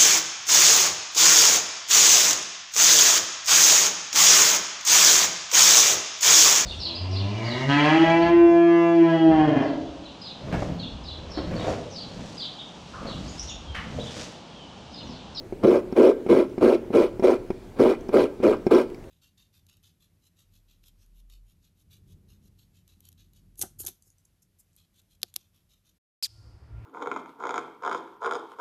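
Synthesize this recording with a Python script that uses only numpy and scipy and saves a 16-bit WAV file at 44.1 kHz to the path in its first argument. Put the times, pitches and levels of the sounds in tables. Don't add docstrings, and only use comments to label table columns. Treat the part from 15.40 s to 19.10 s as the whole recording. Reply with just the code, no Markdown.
import sys
import numpy as np
from scipy import signal
from scipy.fft import rfft, irfft, next_fast_len
from scipy.io import wavfile
from scipy.ndimage import uniform_filter1d, minimum_filter1d

SR = 44100
rng = np.random.default_rng(int(sys.argv[2]) if len(sys.argv) > 2 else 0)


def level_to_linear(level):
    exponent = np.asarray(level, float) / 20
    return 10 ** exponent


def dump_mix(stems):
    frames = np.atleast_2d(stems).T
    limited = np.clip(frames, -1, 1)
    pcm = np.round(limited * 32767).astype(np.int16)
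    wavfile.write(sys.argv[1], SR, pcm)


N = 163170
T = np.arange(N) / SR

# centre in Hz, width in Hz, level in dB.
SHELL = [(245, 30.2, -11.5), (361.2, 31.2, 1), (432.3, 63.4, -3), (520, 93.4, -5), (634, 142, -14)]


def unit(x):
    return x / np.sqrt(np.mean(x ** 2) + 1e-20)


def ramp(u):
    return np.sin(np.pi / 2 * np.clip(u, 0, 1)) ** 2


def along(points, hz):
    f, value = np.transpose(points)
    return np.interp(np.log(hz + 1), np.log(f + 1), value)


def filtered(x, response):
    size = next_fast_len(N + SR // 2)
    spectrum = rfft(x, size) * response(np.fft.rfftfreq(size, 1 / SR))
    return irfft(spectrum, size)[..., :N]


def peak(f, centre, width):
    return 1j * f * width / (centre * centre - f * f + 1j * f * width)


def modes(table):
    return lambda f: sum((-1) ** k * level_to_linear(db) * peak(f, hz, width) for k, (hz, width, db) in enumerate(table))


def patchy(x, depth_db, tall, wide):
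    z = signal.stft(x, nperseg=256)[2]
    field = uniform_filter1d(rng.standard_normal(z.shape), tall, 0)
    field = uniform_filter1d(field, wide, 1)
    return unit(signal.istft(z * level_to_linear(depth_db * unit(field)), nperseg=256)[1][:N])


def floor():
    # frequency in Hz, density in dB per Hz.
    floor_colour = [(12, -19), (20, -1), (74, -11.5), (107, -6), (145, -12), (344, -11.5), (888, -23.5),
                    (1080, -28.5), (15700, -51.5)]
    air = patchy(rng.standard_normal(N), depth_db=1.7, tall=3, wide=28)

    def colour(f):
        whine = level_to_linear(-14) * peak(f, 2280, 87)
        return level_to_linear(along(floor_colour, f)) * (1 + whine)

    return level_to_linear(-44) * unit(filtered(air, colour))


def kitchen(x):
    # frequency in Hz, t60 in seconds.
    room_decay = [(200, 0.98), (500, 0.43), (2000, 0.54), (10000, 0.089)]
    hz, t, z = signal.stft(rng.standard_normal(SR), SR, nperseg=256)
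    decay = level_to_linear(-60 * t / along(room_decay, hz)[:, None])
    tail = signal.istft(z * decay, SR, nperseg=256)[1]
    delayed = np.pad(x, (300, 0))
    answer = level_to_linear(-19.5) * signal.fftconvolve(delayed, tail / np.linalg.norm(tail))[:N]
    earlier = unit(filtered(rng.standard_normal(N), modes(SHELL))) * level_to_linear(-41.5 - 60 * T / 0.5)
    return answer + earlier


def slide():
    # centre in Hz, width in Hz, level in dB.
    hum_modes = [(2370, 90, 4), (4400, 200, -7), (5200, 300, -12)]
    start_s, length_s, level_db = 2.12, 0.25, -66
    u = (T - start_s) / length_s
    rub = patchy(rng.standard_normal(N), depth_db=1, tall=2, wide=10)
    hum = filtered(rub, lambda f: modes(hum_modes)(f) * peak(f, 3000, 4000))
    return level_to_linear(level_db) * ramp(u / 0.12) * ramp((1 - u) / 0.69) * unit(hum)


def ticks():
    # start in seconds, peak in dB, pitch in Hz.
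    pings = [(0.524, -40, 5200), (1.096, -51, 5500), (1.183, -46, 5200), (1.796, -41, 5300),
             (1.800, -41, 2140), (2.103, -46, 4970), (2.609, -44, 5960), (2.610, -49, 3200),
             (2.687, -38.5, 5200), (3.169, -44.5, 4950), (3.266, -34.5, 5240), (3.501, -42, 2520),
             (3.5455, -41.5, 4940), (3.546, -38, 2280), (3.598, -49, 1850), (3.641, -44, 2500)]
    spread_hz, fade_s, rise_s = 220, 0.0035, 0.00037
    out, t = np.zeros(N + SR), T[:1500]
    for s, db, hz in pings:
        pitches = hz + spread_hz * rng.standard_normal((3, 1))
        tone = np.sin(2 * np.pi * pitches * t).sum(0)
        click = 0.93 * rng.standard_normal(len(t)) * np.exp(-t / 0.0026)
        envelope = level_to_linear(db - 11) * ramp(t / rise_s) * np.exp(-t / fade_s)
        out[round(s * SR):][:len(t)] += envelope * (tone + click)
    return out[:N]


def steel(f):
    # frequency in Hz, density in dB per Hz.
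    rasp_colour = [(410, -24.5), (760, -5.5), (1300, -9.5), (1850, -22.5), (2400, -21), (3700, -27),
                   (6500, -35.5), (10000, -43), (15700, -44.5)]
    # centre in Hz, width in Hz, height in dB.
    blade_modes = [(984, 51, 4.38), (1340, 62, 4.6), (1580, 24, 8.2), (1995, 45, 6.7), (2190, 117, 7.7),
                   (2412, 61, 9.8), (2970, 23, 8.9), (3310, 156, 4.8), (3930, 49, 7.5), (4396, 140, 5.4),
                   (5000, 160, 4.1), (5460, 190, 5.7), (9430, 1900, 5.6), (10100, 140, 3.7)]
    c = irfft(np.log(np.maximum(level_to_linear(along(rasp_colour, f)), 1e-3)))
    c[1:len(c) // 2] *= 2
    c[len(c) // 2 + 1:] = 0
    ringing = np.prod([1 + (level_to_linear(db) - 1) * peak(f, hz, width) for hz, width, db in blade_modes], axis=0)
    return np.exp(rfft(c)) * ringing


def taps():
    # start in seconds, peak in dB, brightness in dB.
    landings = [(0.123, -13.5, -3), (0.524, -13.5, 4.5), (0.862, -9, 2), (1.178, -9.5, 1), (1.503, -12, -6),
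                (1.794, -9.5, -1), (1.823, -7, 0), (2.102, -7, 2.5), (2.689, -12, 5), (3.0, -16, -3),
                (3.265, -1, 0.5)]
    # frequency in Hz, level in dB, t60 in seconds.
    knock_modes = [(249.4, -0.5, 0.046), (359.6, 3.5, 0.042), (524, -10, .035), (640, -14.5, 0.027),
                   (985, -21, 0.034), (1343, -26, 0.033), (2220, -30.5, 0.035), (2410, -30.5, 0.03)]
    knock_db, scuff_db = -8.5, -27.5
    hits = ((0.00151, 0), (0.012, -13.5))
    low, high = np.zeros((2, N + SR))
    t = T[:4000]
    hz, level_db, t60 = np.transpose(knock_modes)[:, :, None]
    burst = ramp(t / 0.0031) * np.exp(-t / 0.0043)
    for s, db, bright_db in landings:
        for delay, hit_db in hits:
            i = round((s + delay) * SR)
            mode_db = level_db + 2 * rng.standard_normal(hz.shape) + bright_db * (hz > 800)
            ring = level_to_linear(mode_db - 60 * t / t60) * np.sin(2 * np.pi * hz * t)
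            low[i:i + len(t)] -= level_to_linear(db + knock_db + hit_db) * ramp(t / 0.0014) * ring.sum(0)
            scuff = burst * rng.standard_normal(len(t))
            high[i:i + len(t)] += level_to_linear(db + scuff_db + bright_db + hit_db) * scuff
    steel_gain = np.std(filtered(rng.standard_normal(N), steel))
    return low[:N] + filtered(high[:N], steel) / steel_gain


def pulses(rate_hz, scatter, size_db):
    gaps, sizes = rng.standard_normal((40000, 2)).T
    at = (np.cumsum(np.exp(scatter * gaps)) / rate_hz * SR).astype(int)
    inside = at < N
    return unit(np.bincount(at[inside], level_to_linear(size_db * sizes[inside]), N))


def contact(s, length, bite, lift, rub_db):
    past_end = T - s - length
    rub = level_to_linear(rub_db) * ramp((T - s) / 0.031 + 1)
    hold = ramp(1 - (past_end + lift) / (2 * lift))
    drag = level_to_linear(-34) * np.exp(-np.maximum(past_end, 0) / 0.046)
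    return (ramp((T - s) / bite) + rub) * (hold + drag)


def steadied(x, body):
    steady, steady_s = 0.55, 0.025
    power = unit(filtered(x, body)) ** 2
    load = np.abs(uniform_filter1d(power, int(steady_s * SR), origin=-150))
    return x / (load + 0.05) ** (steady / 2)


def strokes():
    # start in seconds, length in seconds, force in dB,
    # brightness in dB, force lost over the stroke in dB.
    pushes = [
        (0.227, 0.16, -12.5, -1.5, 7.5),
        (0.551, 0.16, -11.5, -2, 1),
        (0.881, 0.15, -12.5, -1, 9),
        (1.203, .15, -12.5, 0, 5.5),
        (1.524, 0.14, -12, 1, 12.5),
        (1.819, .13, -11.5, 0.5, 10),
        (2.383, 0.15, -13.5, 1.5, 10),
        (2.721, 0.13, -12, 1.5, 9.5),
        (3.02, 0.12, -11, -0.5, 11.5),
        (3.302, 0.12, -11, 2.5, 13),
    ]
    # time to dig in in seconds, arm thud in dB, rub before the bite in dB.
    grips = [(.015, 7, -27.5), (0.025, -6, -36), (0.023, 5.5, -25.5), (0.024, 3.5, -26), (0.026, 0, -28.5),
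             (0.026, -9, -37.5), (0.021, 3.5, -18), (0.028, 0.5, -24.5), (0.024, 1.5, -27.5),
             (0.015, -5.5, -27.5)]
    # centre in Hz, width in Hz, level in dB.
    arm_modes = [(156.6, 113, -7), (180.6, 63, 0.5), (252, 103, -1)]
    tear_share, bunching = 0.41, 0.29
    rasp_sag = 0.39
    lift_s, rasp_lift_s, thud_s = 0.022, 0.043, 0.057
    thud_db, rasp_db, crackle_db = -11, -17.5, -20.5
    soft_hz = 1390

    catch = pulses(rate_hz=120, scatter=0.3, size_db=2)
    bunch = unit(np.convolve(catch, np.exp(-T[:900] / 0.0038))[:N])
    fibres = pulses(rate_hz=11887, scatter=0.9, size_db=4.5) * rng.choice([-1, 1], N)
    tear = unit(fibres * (1 - bunching + bunching * bunch))

    force, rasp, thud = np.zeros((3, N))
    for (s, length, db, bright_db, loss_db), (bite, grip_thud_db, rub_db) in zip(pushes, grips):
        u = np.clip((T - s) / length, 0, 1)
        gate = contact(s, length, bite, lift_s, rub_db)
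        rasp_gate = contact(s, length, bite, rasp_lift_s, rub_db)
        force += level_to_linear(db - loss_db * u ** 1.59) * gate
        rasp += level_to_linear(db + bright_db - rasp_sag * loss_db * u ** 0.83) * rasp_gate
        thud += level_to_linear(db + grip_thud_db) * gate * np.exp(-u * length / thud_s)

    push = (1 - tear_share) * (catch - catch.mean()) + tear_share * tear
    push = patchy(push, depth_db=2.5, tall=1, wide=12)
    push = filtered(push, lambda f: 1 / (1 + 1j * f / soft_hz) ** 2)
    push = steadied(push, modes(SHELL))
    scrape = patchy(tear, depth_db=2.5, tall=4, wide=6) + level_to_linear(crackle_db) * unit(push)

    def driven(x, envelope, body):
        return filtered(x * envelope, body) / np.std(filtered(x, body))

    shell = driven(push, force, modes(SHELL))
    arm = level_to_linear(thud_db) * driven(push, thud, modes(arm_modes))
    blade = level_to_linear(rasp_db) * driven(scrape, rasp, steel)
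    return shell + arm + blade


def scene():
    work = strokes() + taps() + ticks()
    mid = work + kitchen(work) + floor() + slide()
    return np.array([mid, mid])


def band_limit(x):
    return signal.sosfilt(signal.butter(12, 17040, fs=SR, output="sos"), x)


def record(dry):
    # frequency in Hz, density in dB per Hz.
    side_colour = [(20, -12), (107, -28), (364, 2.5), (620, -17), (1500, -67), (3500, -67), (8000, -48),
                   (15700, -46)]
    ceiling, hold_s, side_db, top_hz = 0.575, 0.0015, -40.5, 15800
    hold = int(hold_s * SR) + 2
    wanted = np.minimum(1, ceiling / (np.abs(dry[0]) + 1e-9))
    gain = uniform_filter1d(minimum_filter1d(wanted, 2 * hold), hold)
    level = np.sqrt(np.abs(uniform_filter1d(dry[0] ** 2, 900)))
    hiss = unit(filtered(rng.standard_normal(N), lambda f: level_to_linear(along(side_colour, f))))
    side = level_to_linear(side_db) * unit(level * hiss) * np.std(dry)
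    mix = filtered(dry * gain + [side, -side], lambda f: f < top_hz)
    return band_limit(mix)


dry = scene()
out = record(dry)
dump_mix(out)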